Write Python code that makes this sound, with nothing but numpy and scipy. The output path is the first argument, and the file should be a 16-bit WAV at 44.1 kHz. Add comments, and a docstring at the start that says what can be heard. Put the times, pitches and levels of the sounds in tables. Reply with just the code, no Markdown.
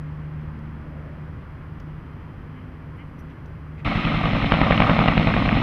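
"""A quiet roadside: an engine hums over distant traffic while a camera's zoom motor whines faintly.
Then, abruptly, a two-bladed helicopter is close by: every blade slaps through the rotor's wake and
trails a rattle of weaker slaps, over the throb of the rotors, the downwash and the hiss of the turbine.
Tones are sine waves, rushing and hissing sounds are shaped noise, and slaps are short pulses."""
import sys
import numpy as np
from scipy import signal
from scipy.fft import rfft, irfft
from scipy.io import wavfile
from scipy.ndimage import uniform_filter1d, minimum_filter1d

SR = 44100
rng = np.random.default_rng(int(sys.argv[2]) if len(sys.argv) > 2 else 0)


def output_pcm(signal):
    """Save a mono or channel-first signal as 16-bit PCM at the path in sys.argv[1].

    Samples are clipped to [-1, 1] before scaling.
    """
    pcm = np.clip(np.atleast_2d(signal).T, -1, 1) * 32767
    wavfile.write(sys.argv[1], SR, np.round(pcm).astype(np.int16))


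N = 247842
TIME = np.arange(N) / SR

CUT_S = 3.847   # the helicopter sounds from here on
FIRST_BLADE_S, BLADE_HZ = 3.8646, 10.654
USUAL_BITE_DB = -20   # main slap when the blades cut their wake as hard as usual, before its parts are set

# Colour of the rush of air around the rotor: pitch_hz [Hz], density_db [dB per Hz, relative]
AIR_RUSH = [(190, -31), (330, -0.5), (372, -25), (423, -5), (509, -2), (741, 2), (885, -3.5), (985, -2),
            (1210, 2.5), (1440, -7.5), (1560, -5.5), (1680, -18), (1800, -3), (2340, -52), (3960, -120)]
# Colour of the turbine's hiss: pitch_hz [Hz], density_db [dB per Hz, relative]
TURBINE_HISS = [(940, -42), (1600, -12.5), (1720, -32), (1860, -2), (2180, 1), (3000, -6), (3240, -7.5),
                (4080, -13), (4340, -21.5), (4600, -35), (5980, -45), (10100, -120)]


def from_db(db):
    """Turn decibels into a plain gain."""
    return 10 ** (np.asarray(db) / 20)


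def rms_one(x):
    """Scale a sound to an rms level of 1."""
    return x / np.sqrt(np.mean(x ** 2) + 1e-20)


def curve(rows):
    """Join a table of (time_s, value) rows with straight lines, one value per sample."""
    time_s, value = np.transpose(rows)
    return np.interp(TIME, time_s, value)


def bump(center_s, length_s):
    """A smooth swell to 1 and back, centred on a time."""
    return np.exp(-((TIME - center_s) / length_s) ** 2)


def band(x, low_hz, high_hz):
    """Keep the sound between two pitches."""
    edges_hz = [low_hz, min(high_hz, SR / 2 - 1)]
    return signal.sosfilt(signal.butter(2, edges_hz, "band", fs=SR, output="sos"), x + 1e-18)


def drift(rate_hz):
    """A random wander with spread 1; a higher rate wanders faster."""
    hz = np.fft.rfftfreq(N, 1 / SR)
    return rms_one(irfft(rfft(rng.standard_normal(N)) / (1 + (hz / rate_hz) ** 2), N))


def noise(spectrum):
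    """Noise of rms 1 with the given spectrum, falling steeply beyond its ends."""
    hz, db = np.transpose(spectrum)
    f = np.fft.rfftfreq(N, 1 / SR) + 1e-3
    inside = from_db(np.interp(np.log(f), np.log(hz), db))
    beyond_ends = np.minimum(1, np.minimum(f / hz[0], hz[-1] / f)) ** 4
    return rms_one(irfft(rfft(rng.standard_normal(N)) * inside * beyond_ends, N))


def idling_engine():
    """A smooth, muffled idle: a firing tone and a hum at twice its rate, wandering together."""
    # Level of the hum: time_s [s], level_db [dB, before a small trim]
    hum = [(0, -33.5), (.3, -33.5), (1.0, -42.5), (1.22, -36), (1.42, -48), (1.75, -42.5), (1.9, -36),
           (2.25, -50), (2.85, -48), (3.8, -40)]
    # Level of the firing tone: time_s [s], level_db [dB]
    firing = [(1.25, -40.5), (1.4, -44), (3.0, -48), (3.8, -41)]
    hum_hz, speed_wander = 151.3, 0.0027   # the wander is a share of the speed
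    phase = 2 * np.pi * np.cumsum(hum_hz * (1 + speed_wander * drift(1.15))) / SR
    firing_tone = from_db(curve(firing)) * np.sin(phase / 2)
    hum_tone = from_db(curve(hum) + 0.06) * np.sin(phase + rng.uniform(0, 2 * np.pi))
    return np.sqrt(2) * (firing_tone + hum_tone)   # the root makes the levels rms


def far_motors():
    """Drones of other vehicles: sine tones that swell and fade with wandering level and phase."""
    # Fainter drones: loudest_s [s], length_s [s], pitch_hz [Hz], relative_db [dB]
    drones = [(3.1, 2.3, 98.9, -48.5), (2.9, 4.2, 159, -52), (0.807, .35, 226, -47),
              (2.666, 0.18, 256, -49), (3.64, 0.22, 160, -57)]
    out = 0
    for loudest_s, length_s, pitch_hz, relative_db in drones:
        level = from_db(relative_db + 1.5 + 1.7 * drift(1.5)) * bump(loudest_s, length_s)
        out = out + level * np.sin(2 * np.pi * pitch_hz * TIME + .5 * drift(4.9))
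    return np.sqrt(2) * out


def traffic():
    """Low rumble and slowly fading tyre noise from the road, swelling briefly as a car goes by."""
    # Colour of the road's rumble: pitch_hz [Hz], density_db [dB per Hz, relative]
    rumble_colour = [(11, -40.5), (18, -3), (65, -1), (153, -2), (172, -3.5), (200, -8.5), (268, -7),
                     (359, -13.5), (600, -28), (780, -33), (1320, -120)]
    # Colour of the tyre noise: pitch_hz [Hz], density_db [dB per Hz, relative]
    tyre_colour = [(260, -38), (450, -1.5), (594, -3.5), (672, -6), (1090, -1.5), (1960, -8), (2510, -14.5),
                   (3080, -19), (3710, -29), (4330, -33), (4550, -35.5), (4950, -33), (5260, -35),
                   (6840, -54.5), (11600, -120)]
    car_swell_db = 2 * bump(0.62, 0.31)
    rumble = from_db(-39.5 + car_swell_db + 0.32 * drift(6.8)) * noise(rumble_colour)
    tyres = from_db(-48.5 - 0.58 * TIME) * noise(tyre_colour)   # fades 0.58 dB per second
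    passing = from_db(-50.5) * bump(1.0, 0.19) * noise([(450, -6), (600, 2), (750, -13)])
    return rumble + tyres + passing


def camera(whine_db, whirr_db):
    """The zoom motor's thin whine, its whirr at full speed, and ticks and a tiny squeak of the housing."""
    # Tones of the zoom motor: pitch_hz [Hz], relative_db [dB, raised by whine_db]
    motor_tones = [(3295, -81), (3898, -92.5), (4194, -84), (4495, -96), (4797, -84.5), (5394, -94),
                   (5696, -92), (5992, -92)]
    # Light handling ticks: start_s [s], relative_db [dB]
    handling_ticks = [(0.412, -60), (0.5891, -58), (1.7998, -49), (3.1906, -55), (3.2994, -63),
                      (3.458, -53)]
    whine = sum(from_db(db + whine_db) * np.sin(2 * np.pi * hz * TIME + 0.68 * drift(6))
                for hz, db in motor_tones)
    full_speed = np.interp(TIME, [1.9, 2.05, 2.7, 2.9], [0, 1, 1, 0])
    whirr = from_db(whirr_db) * full_speed * rms_one(band(rng.standard_normal(N), 3070, 3135))
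    # each tick starts at once and dies away in about 5 ms
    touch = sum(from_db(db - 4) * (TIME >= start_s) * np.exp(-abs(TIME - start_s) / .005)
                for start_s, db in handling_ticks)
    tick_colour = [(1600, 5), (3500, 0), (4200, -6), (5000, -1), (6200, -1), (7500, -17), (14000, -15)]
    ticks = touch * noise(tick_colour)
    squeak = from_db(-67) * bump(3.203, 0.016) * np.sin(2 * np.pi * 5850 * TIME + drift(100))
    return whine + whirr + ticks + squeak


def chirps(buzz_hz, rise_per_s):
    """Short, hoarse, far-off chirps: a rising buzz heard through two high resonances."""
    # Faint far chirps: center_s [s], length_s [s], relative_db [dB, before the resonances]
    far_chirps = [(2.587, 0.033, -56), (3.004, 0.027, -50.5), (3.367, 0.018, -59)]
    out = 0
    for center_s, length_s, relative_db in far_chirps:
        t = np.clip(TIME - center_s, -4 * length_s, 4 * length_s)
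        pitch_hz = buzz_hz * np.exp(rise_per_s * t + 0.0081 * drift(100))
        phase = 2 * np.pi * np.cumsum(pitch_hz) / SR
        buzz = sum(np.sin(k * phase + rng.uniform(0, 2 * np.pi)) for k in range(7, 15))
        out = out + from_db(relative_db) * np.exp(-(t / length_s) ** 2) * buzz
    return band(out, 1960, 2300) + from_db(-5.5) * band(out, 2820, 3080)


def rustles():
    """Soft brushes of a hand on the housing: brief swells of noise in a narrow range."""
    # Handling rustles: center_s [s], length_s [s], pitch_hz [Hz, near the top of the range], level_db [dB]
    brushes = [(2.974, .008, 13000, -75), (3.198, 0.013, 13000, -69), (3.308, .02, 3000, -61),
               (3.796, 0.018, 2500, -49.5)]
    out = 0
    for center_s, length_s, pitch_hz, level_db in brushes:
        brush = rms_one(band(rng.standard_normal(N), pitch_hz * 0.71, pitch_hz * 1.05))
        out = out + from_db(level_db) * bump(center_s, length_s) * brush
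    return out


def bite(s):
    """How much harder than usual the blades cut their own wake, in dB."""
    # Strength of the cut: time_s [s], level_db [dB, main slap before its parts are set]
    wake_cut = [(3.86, -29), (4.15, -25.5), (4.25, -24), (4.43, -29), (4.53, -12.5), (4.95, -11),
                (5.2, -17.5), (5.6, -23)]
    return np.interp(s, *np.transpose(wake_cut)) - USUAL_BITE_DB


def blades():
    """Evenly spaced blade passages: times, and levels of the main slap, the trailing slaps and the thump."""
    s = np.arange(FIRST_BLADE_S, TIME[-1], 1 / BLADE_HZ)
    extra_db = bite(s)
    # trail and thump change less than the main slap does
    return s, USUAL_BITE_DB + extra_db, -27 + 0.6 * extra_db, -18 + 0.44 * extra_db


def chop_db():
    """The air swells and sinks by 1 dB at the blade rate, loudest 18 ms after each blade."""
    return np.cos(2 * np.pi * BLADE_HZ * (TIME - FIRST_BLADE_S - 0.018))


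def gust_db():
    """Gusts briefly lift the rush of air."""
    # Gusts: center_s [s], length_s [s], lift_db [dB]
    gusts = [(4.07, 0.037, 1.5), (4.259, .03, 1.5), (4.836, 0.12, 3.5)]
    return sum(lift_db * bump(center_s, length_s) for center_s, length_s, lift_db in gusts)


def rotor_throb(waver, scatter):
    """Harmonics of the blade rate, loosely in step with the blades, coloured by an echo."""
    # Level of the harmonics before the echo: pitch_hz [Hz], relative_db [dB]
    throb_colour = [(10.7, -29.5), (21, -9), (32, -6), (55, -2), (90, -3), (165, -3.5), (230, -7),
                    (280, -11), (340, -18)]
    echo_s, ripple_db = .0182, 5   # the echo lifts about every fifth harmonic
    knots = np.linspace(0, TIME[-1], num=24)
    out = 0
    for multiple in range(1, 33):
        hz = multiple * BLADE_HZ
        db = np.interp(hz, *np.transpose(throb_colour)) + ripple_db * np.cos(2 * np.pi * hz * echo_s)
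        # each harmonic has its own random phase offset, which also wavers
        wavering = waver * np.interp(TIME, knots, rng.standard_normal(len(knots)))
        phase = scatter * rng.standard_normal() + wavering
        out = out - from_db(db) * np.cos(2 * np.pi * hz * (TIME - FIRST_BLADE_S) + phase)
    return rms_one(band(out, 45, 900))


def throb_and_downwash():
    """Rotor throb and low wind from the blades, growing together as the helicopter closes in."""
    # Colour of the low downwash: pitch_hz [Hz], density_db [dB per Hz, relative]
    downwash_colour = [(35, -30), (60, -20.5), (80, -12), (134, -3.5), (166, -0.5), (194, -5.5),
                       (275, -2.5), (372, -17), (420, -21), (550, -52), (920, -120)]
    growing_db = -26 + 2.5 * (TIME - FIRST_BLADE_S)   # 2.5 dB per second
    throb = from_db(-.5) * rotor_throb(waver=1.08, scatter=1.6)
    downwash = from_db(-3) * noise(downwash_colour)
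    return from_db(growing_db + 1.1 * chop_db()) * (throb + downwash)


def rushing_air():
    """Gusty wash that swells with each blade, and a narrow swish that is clearest at first."""
    wash_db = -31.6 + 0.31 * bite(TIME) + gust_db() + chop_db() + 3.6 * drift(79)
    wash = from_db(wash_db) * noise(AIR_RUSH)
    swish_db = -35 - 8 * np.maximum(TIME - FIRST_BLADE_S, 0) + chop_db()   # fades 8 dB per second
    swish = from_db(swish_db) * noise([(1130, -11.5), (1260, 0.5), (1400, -7)])
    return wash + swish


def turbine():
    """Turbine hiss with a thin flickering top; both follow the bite and the gusts a little."""
    # Colour of the highest hiss: pitch_hz [Hz], density_db [dB per Hz, relative]
    top_colour = [(4400, 3), (4730, -15.5), (5000, 1), (5500, -8.5), (6300, -15), (7200, -24),
                  (7900, -25.5), (8600, -19.5), (9200, -29), (9800, -22.5), (11000, -34.5), (15000, -39)]
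    base_db = -31.8 + 0.096 * bite(TIME) + 0.45 * gust_db()
    flicker_db = 0.78 * chop_db() + 0.7 * drift(16) + 1.4 * drift(200)
    hiss = from_db(base_db + flicker_db) * noise(TURBINE_HISS)
    top = from_db(base_db - 19.5 + .8 * drift(25)) * noise(top_colour)
    return hiss + top


def strike(times, levels_db, shape):
    """Place one centred pulse shape at each of the times."""
    clicks, at = np.zeros(N), np.round(np.ravel(times) * SR).astype(int)
    np.add.at(clicks, at[at < N], from_db(np.ravel(levels_db))[at < N])
    return signal.fftconvolve(clicks, shape, "same")


def span(width_s):
    """Time around a pulse, counted in pulse widths."""
    return np.arange(-SR // 20, SR // 20 + 1) / SR / width_s


def suction(width_s):
    """A passing blade: pressure rises, drops sharply and rises again."""
    u = span(width_s)
    return (u ** 2 - 1) / (1 + u ** 2) ** 2


def bell(width_s):
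    """A smooth, rounded pulse."""
    return np.exp(-span(width_s) ** 2 / 2)


def swing(hz, width_s):
    """A broad dip in pressure with a bulge on either side."""
    return -np.cos(2 * np.pi * hz * width_s * span(width_s)) * bell(width_s)


def ground(x, delay_s, echo_db):
    """The ground returns a slightly later copy."""
    return x + from_db(min(echo_db, 0)) * np.interp(TIME - delay_s, TIME, x, left=0)


def air_loss(x, corner_hz):
    """Distance takes the sharpest edge off a pulse."""
    return signal.sosfilt(signal.butter(6, min(corner_hz, SR / 2 - 1), fs=SR, output="sos"), x + 1e-18)


def blade_slaps(spike_db, crackle_db, fizz_db, rattle_db, thump_db, rattle_thump_db, jitter_s, scatter_db):
    """Each slap is a sharp suction spike on a broad thump, inside a burst of torn air."""
    # Slaps trailing each blade: delay_s [s, before jitter], relative_db [dB, before scatter]
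    trailing_slaps = [(.015, -8), (0.0185, -2), (0.0309, -6), (0.036, -6.5), (0.0507, -4), (0.069, -3),
                      (0.0878, -5.5)]
    s, main_db, trail_db, low_db = blades()
    delay_s, step_db = np.transpose(trailing_slaps)
    late = s[:, None] + delay_s + jitter_s * rng.standard_normal((len(s), len(delay_s)))
    uneven_db = step_db + scatter_db * rng.standard_normal(late.shape)
    times = np.column_stack([s, late])
    levels = np.column_stack([main_db, trail_db[:, None] + uneven_db + rattle_db])

    sharp = strike(times - .0002, levels + spike_db, suction(0.00042))
    spikes = ground(air_loss(sharp, 3100), 0.0014, -2.6)
    crackle = strike(times, levels + crackle_db, bell(0.0021)) * noise(AIR_RUSH)

    # the bright part of a slap starts at once, dies away and differs from slap to slap
    u = span(0.0019)
    flare_db = levels + fizz_db + 2.3 * rng.standard_normal(times.shape)
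    flare = strike(times - .0008, flare_db, np.exp(-abs(u)) * (u > 0))
    fizz = air_loss(flare * noise(TURBINE_HISS), 4060)

    lows = np.column_stack([(low_db + main_db) / 2, low_db[:, None] + uneven_db + rattle_thump_db])
    # a thump swings about once
    thumps = strike(times + 0.00043, lows + thump_db, swing(hz=160, width_s=.0023))
    return spikes + crackle + fizz + thumps


def blade_whump(level_db, low_hz, high_hz, delay_s):
    """The air pushed aside by each blade arrives as a deep suction pulse that swings on briefly."""
    s = blades()[0]
    pulses = strike(s + delay_s, np.full(len(s), level_db), -bell(0.0015))
    return band(pulses, low_hz, high_hz)


def cracks(level_db):
    """A blade tip cuts a vortex squarely: a sudden crack around one pitch that dies in a few milliseconds."""
    # Lone sharp cracks: time_s [s, 1 ms ahead of the peak], relative_db [dB, peak], pitch_hz [Hz, strongest]
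    vortex_cracks = [(4.255, -10, 794), (4.367, -10.5, 735), (4.443, -10, 651), (4.519, -4, 770),
                     (4.633, -12, 762), (4.721, -3, 2140), (4.82, -3, 1230), (5.039, -10.5, 759),
                     (5.082, 1.5, 2480), (5.302, -11, 1230), (5.338, -9.5, 738), (5.489, -5, 2290)]
    rise_s, decay_s = .0004, .002
    out = 0
    for time_s, relative_db, hz in vortex_cracks:
        age = TIME - time_s - .001
        colour = [(hz * .7, -6), (hz, 0), (hz * 1.45, -3), (hz * 3.5, -10)]
        burst = noise(colour) * np.exp(np.minimum(age / rise_s, -age / decay_s))
        out = out + from_db(relative_db + level_db) * burst / np.max(abs(burst))
    return air_loss(out, 2700)


def helicopter():
    """Slaps, whumps and cracks of the blades over rotor throb, rushing air and turbine hiss."""
    slaps = blade_slaps(spike_db=8.0, crackle_db=-3.5, fizz_db=-1, rattle_db=2.5, thump_db=3,
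                        rattle_thump_db=-3.5, jitter_s=0.00052, scatter_db=2.5)
    whump = blade_whump(level_db=-9, low_hz=28, high_hz=60, delay_s=0.0022)
    return throb_and_downwash() + rushing_air() + turbine() + slaps + whump + cracks(level_db=-1.5)


def scene():
    """The roadside gives way to the helicopter within a few milliseconds."""
    near = np.clip((TIME - CUT_S) / 0.011 + .5, 0, 1) * (TIME > CUT_S)   # jumps to half, then ramps to 1
    roadside = idling_engine() + far_motors() + traffic() + camera(whine_db=4.0, whirr_db=-74.0)
    roadside = roadside + rustles() + chirps(buzz_hz=235, rise_per_s=1.6)
    return ((1 - near) * roadside + near * helicopter())[None]


def record(dry):
    """Faint microphone hiss is added, subsonic pressure is lost, a limiter holds the peaks, the top is cut."""
    # Colour of the microphone hiss: pitch_hz [Hz], density_db [dB per Hz, relative]
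    hiss_colour = [(5000, 3), (7000, 1.5), (11000, 4), (15000, 1.5)]
    hissy = dry + from_db(-79.5) * noise(hiss_colour)
    x = signal.sosfilt(signal.butter(1, 12, "high", fs=SR, output="sos"), hissy)
    gain = minimum_filter1d(.9 / np.maximum(abs(x), .9), size=361)
    gain = uniform_filter1d(uniform_filter1d(gain, size=181), size=181)   # smooth the limiter's moves
    return signal.sosfilt(signal.cheby2(14, 60, 15800, fs=SR, output="sos"), x * gain)


dry = scene()
out = record(dry)
output_pcm(out)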